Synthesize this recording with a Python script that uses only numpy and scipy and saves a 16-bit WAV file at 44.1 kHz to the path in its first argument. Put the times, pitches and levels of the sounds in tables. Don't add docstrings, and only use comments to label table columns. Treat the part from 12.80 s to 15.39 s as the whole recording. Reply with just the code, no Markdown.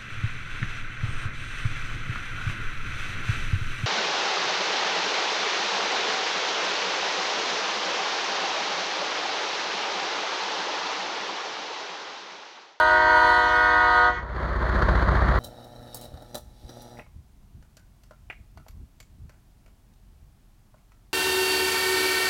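import sys
import numpy as np
from scipy import signal
from scipy.fft import rfft, irfft
from scipy.io import wavfile
from scipy.ndimage import uniform_filter1d, map_coordinates

SR = 44100
rng = np.random.default_rng(int(sys.argv[2]) if len(sys.argv) > 2 else 0)


def master_out(mix):
    frames = np.transpose(np.atleast_2d(mix))
    ceiling = np.clip(frames, -1, 1)
    pcm = np.round(ceiling * 32767).astype(np.int16)
    wavfile.write(sys.argv[1], SR, pcm)


N = 114219

CHIME_HZ = [311.05, 364.0, 486.85]
# [level/dB, extra level of its higher overtones/dB]
CHIME_TRIM = [(0, -2.5), (0, -2.5), (0, -6.5)]
# [harmonic number, low, middle, high chime: level/dB]
LOW_OVERTONES = [(1, -43.5, -40, -35.5), (2, -31.5, -30, -25), (3, -25, -32, -23.5), (4, -25.5, -33.5, -31),
                 (5, -25.5, -37.5, -50.5), (6, -32, -47.5, -53), (7, -44, -66, -50), (8, -53, -65.5, -53.5),
                 (9, -58.5, -55.5, -51.5), (10, -48, -56.5, -64.5), (11, -49, -54, -65.5),
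                 (12, -51.5, -56.5, -68), (13, -48, -61, -67.5), (14, -46.5, -75, -74.5)]
# [f/Hz, level/dB]
HIGH_OVERTONES = [(4900, -52), (5300, -79.5), (6300, -66.5), (7000, -73.5), (7400, -78), (7800, -79),
                  (8300, -76.5), (10000, -75.5), (12000, -83.5), (15500, -102)]
# [t/s, level/dB]
HORN_LEVEL = [(0, -2), (.3, 1), (.5, -0.5), (.65, -2), (.88, -2.5), (1.0, -1.5), (1.15, -1.5), (1.3, -1.5)]
# [t/s, level/dB]
HORN_TREBLE = [(0, 5.5), (.27, -4), (.48, 3.5), (.62, 4.5), (.75, 3.5), (1.0, -1), (1.16, 2), (1.26, -5.5),
               (1.3, -3.5)]
# [f/Hz, change/(dB per s)]
COLOUR_DRIFT = [(364, -2.5), (487, 5), (622, -4.5), (728, 4.5), (933, 0.5), (974, -2.5), (1092, 4),
                (1244, 1.5), (1460, -1), (1820, 4), (1948, 5), (2500, 0.5)]
# [f/Hz, relative level/dB]
AIR_COLOUR = [(250, -7.5), (450, -10), (850, -12.5), (1100, -3), (1500, 6), (1950, -3), (2350, -19),
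              (2700, -23.5), (3100, -14), (4400, -18), (5200, -27.5), (6800, -30.5), (7600, -47),
              (9500, -38.5), (15500, -54)]
# [f/Hz, relative level/dB]
ECHO_COLOUR = [(200, -3.5), (350, 1), (700, -12), (1000, -1.5), (1400, -4.5), (2000, 9), (2700, 11),
               (4000, 0), (6500, 13), (9000, 1), (15000, -14)]
# [f/Hz, relative level/dB]
TAIL_COLOUR = [(300, -8), (490, 0.5), (620, 2.5), (730, -6.5), (930, -7), (980, 1), (1250, -11.5),
               (1950, -15), (4000, -19.5)]
CYLINDER_DB = [1.5, -6.5, 4.5, -2.5, -34.5, -11, 0, -26.5, -6.5, -8, -6.5, -1.5]
# [f/Hz, relative level/dB]
PIPE_COLOUR = [(12, -37.5), (30, -7), (45, 7), (62, 7.5), (90, 2), (120, -25.5), (136, -2.5), (165, -28),
               (182, -21.5), (215, -18), (290, -21), (364, -26.5), (520, -48.5), (1000, -64)]
# [f/Hz, relative level/dB]
RUMBLE_COLOUR = [(15, -1), (26, 6), (40, 13.5), (70, 12), (150, -8), (300, -37)]
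# [t/s, level/dB]
EXHAUST_LEVEL = [(0, -41.5), (.7, -39.5), (1.1, -37.5), (1.42, -36), (1.6, -30), (1.8, -25.5), (2.05, -21),
                 (2.3, -20.5), (2.59, -21)]
# [t/s, level/dB]
KNOCKS = [(1.961, -29), (2.0235, -14), (2.29, -24), (2.355, -24)]
# [f/Hz, relative level/dB]
KNOCK_COLOUR = [(500, -10), (1000, -3), (1300, 0), (1900, -5), (2500, -30), (4300, -27), (5500, -46),
                (8000, -62)]
# [t/s, level/dB]
ROAR_LEVEL = [(0, -47.5), (1.2, -44.5), (1.46, -39), (1.6, -31.5), (1.75, -30), (2.0, -24.5), (2.25, -25),
              (2.59, -24)]
# [f/Hz, relative level/dB]
ROAR_COLOUR = [(90, 3.5), (180, 5), (290, -5.5), (365, 1.5), (470, -4), (620, 2), (790, -6), (1100, 2),
               (1400, -1), (1900, -4.5), (2250, -17.5), (2650, -28.5), (3200, -23), (4400, -22),
               (5200, -37.5), (6800, -38), (7600, -51), (8700, -46), (11000, -52), (15500, -56)]

SHUT_S, RELEASE_DB_PER_S, DULL_DB_PER_S_KHZ = 1.298, 307, 40.5
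TREBLE_LEAD_S_PER_KHZ = 0.0052
DOPPLER_PER_S, SAG_PER_S, WAVER = -0.0007, 0.032, .0005
JITTER_S = 3.5e-6
RASP_DB = -24
TOP_RASP = 2.5
FADING_DB, TREBLE_FADING_DB = 1.34, 2
BUZZ_HZ, BUZZ_SCATTER = 2515, 0.1
AIR_DB = -32
CREST_HZ, CREST_S, CREST_POWER = 7350, 0.008, 2
ECHO_S, ECHO_DB = .1, -14
TAIL_DB, TAIL_T60_S = -18, 2.0
TAIL_SHIFT = .014
CYCLE_HZ, BEAT_S = 15.15, 2.0225
SCATTER_DB = .6
RUMBLE_DB = -17
KNOCK_RISE_S, KNOCK_S = .0007, .0025
BARK_LAG_S, BARK_S, BARK_DB = .0035, .006, 4.2
CLATTER_DB = 1.12
HISS_HZ, HISS_SLOPE = 2500, 0.077
TOP_HZ = 15700


def undb(db):
    return 10 ** (np.asarray(db) / 20)


def unit(x):
    return x / np.sqrt(np.mean(x ** 2))


def curve(table, at):
    return np.interp(at, *np.array(table, float).T)


def colour(x, table):
    hz, db = np.array(table, float).T
    log_hz = np.log(np.arange(N + 1) * SR / (2 * N) + 1)
    outside = np.abs(log_hz - np.clip(log_hz, np.log(hz[0]), np.log(hz[-1])))
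    gain = undb(np.interp(log_hz, np.log(hz), db)) * np.exp(-2 * outside)
    return unit(irfft(rfft(x, 2 * N) * gain)[:N])


def noise(table):
    return colour(rng.standard_normal(N), table)


def lowpass(x, hz):
    return signal.sosfilt(signal.butter(2, hz, fs=SR, output="sos"), x)


def walk(rate):
    k = max(int(SR / rate), 2)
    steps = np.repeat(rng.standard_normal(N // k + 4), k)
    smooth = uniform_filter1d(uniform_filter1d(steps, k), k)
    return smooth[k:k + N] * np.sqrt(2)


def horn(t):
    shut = np.maximum(t - SHUT_S, 0)
    from_middle = t - SHUT_S / 2
    treble = curve(HORN_TREBLE, t)
    chord = 0
    for c, (hz, (chime_db, high_db)) in enumerate(zip(CHIME_HZ, CHIME_TRIM)):
        bend = 1 + DOPPLER_PER_S * from_middle - SAG_PER_S * shut + WAVER * walk(25)
        phase = 2 * np.pi * (np.cumsum(hz * bend) / SR + hz * JITTER_S * walk(hz))
        flutter = undb(RASP_DB) * walk(160)
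        for k in range(1, int(TOP_HZ / hz)):
            overtone_hz = k * hz
            khz = overtone_hz / 1000
            high = min(khz / 8, 1.5)
            if k <= len(LOW_OVERTONES):
                base = LOW_OVERTONES[k - 1][c + 1]
            else:
                base = curve(HIGH_OVERTONES, overtone_hz) + high_db
            fading = (FADING_DB + TREBLE_FADING_DB * high) * walk(6.12)
            drift = curve(COLOUR_DRIFT, overtone_hz) * from_middle
            since_release = np.maximum(t - SHUT_S + TREBLE_LEAD_S_PER_KHZ * khz, 0)
            release = since_release * (RELEASE_DB_PER_S + DULL_DB_PER_S_KHZ * khz)
            level = base + chime_db + fading + drift + treble * high - release
            scatter = BUZZ_SCATTER if overtone_hz > BUZZ_HZ else 1
            offset = 2 * np.pi * rng.random() * scatter
            rasp = flutter * (np.sqrt(khz) + TOP_RASP * max(khz - 7, 0))
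            chord = chord + np.sqrt(2) * undb(level) * np.sin(k * phase + rasp + offset)
    air = noise(AIR_COLOUR) * undb(AIR_DB - shut * RELEASE_DB_PER_S)
    return (chord + air) * undb(curve(HORN_LEVEL, t))


def flare(x):
    swell = np.sqrt(np.abs(uniform_filter1d(x ** 2, int(CREST_S * SR))))
    swell = swell / swell[:int(SHUT_S * SR)].mean()
    body = signal.sosfiltfilt(signal.butter(6, CREST_HZ, fs=SR, output="sos"), x)
    return body + (x - body) * swell ** CREST_POWER


def landscape(x, t):
    delayed = map_coordinates(x, [(t - ECHO_S) * SR], order=3, mode="mirror")
    echo = colour(delayed, ECHO_COLOUR)
    flat = map_coordinates(x, [(t - TAIL_SHIFT * (t - SHUT_S)) * SR], order=1, mode="mirror")
    woods = noise(TAIL_COLOUR) * np.exp(-np.log(1000) * t / TAIL_T60_S)
    tail = unit(signal.fftconvolve(flat, woods)[:N])
    return x.std() * (undb(ECHO_DB) * echo + undb(TAIL_DB) * tail)


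def exhaust(t):
    count = len(CYLINDER_DB)
    firing = np.floor((t - BEAT_S) * CYCLE_HZ * count).astype(int)
    at = np.flatnonzero(np.diff(firing)) + 1
    strength_db = np.array(CYLINDER_DB)[firing[at] % count]
    pulses = np.zeros(N)
    pulses[at] = undb(strength_db + SCATTER_DB * rng.standard_normal(len(at)))
    throb = colour(pulses - pulses.mean(), PIPE_COLOUR)
    rumble = undb(RUMBLE_DB) * noise(RUMBLE_COLOUR)
    return (throb + rumble) * undb(curve(EXHAUST_LEVEL, t))


def knocks(t):
    envelope = 0
    for start, db in KNOCKS:
        fade = np.exp(-np.abs(t - start) / KNOCK_S)
        rise = np.exp(np.minimum(t - start, 0) / KNOCK_RISE_S)
        envelope = envelope + undb(db) * fade * rise
    return envelope * noise(KNOCK_COLOUR)


def roar(t):
    cycles = (t - BEAT_S - BARK_LAG_S) * CYCLE_HZ
    from_bark = ((cycles + .5) % 1 - .5) / CYCLE_HZ
    bark = BARK_DB * np.exp(-(from_bark / BARK_S) ** 2)
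    sound = unit(noise(ROAR_COLOUR) * undb(bark + CLATTER_DB * walk(300)))
    db = curve(ROAR_LEVEL, t)
    body = lowpass(lowpass(sound, HISS_HZ)[::-1], HISS_HZ)[::-1]
    hiss = (sound - body) * undb(HISS_SLOPE * (db - db.max()))
    return (body + hiss) * undb(db)


def scene():
    t = np.arange(N) / SR
    blast = flare(horn(t))
    engine = exhaust(t) + knocks(t) + roar(t)
    return (blast + landscape(blast, t) + engine)[None]


def record(dry):
    return signal.sosfilt(signal.ellip(10, .2, 80, TOP_HZ, fs=SR, output="sos"), dry)


dry = scene()
out = record(dry)
master_out(out)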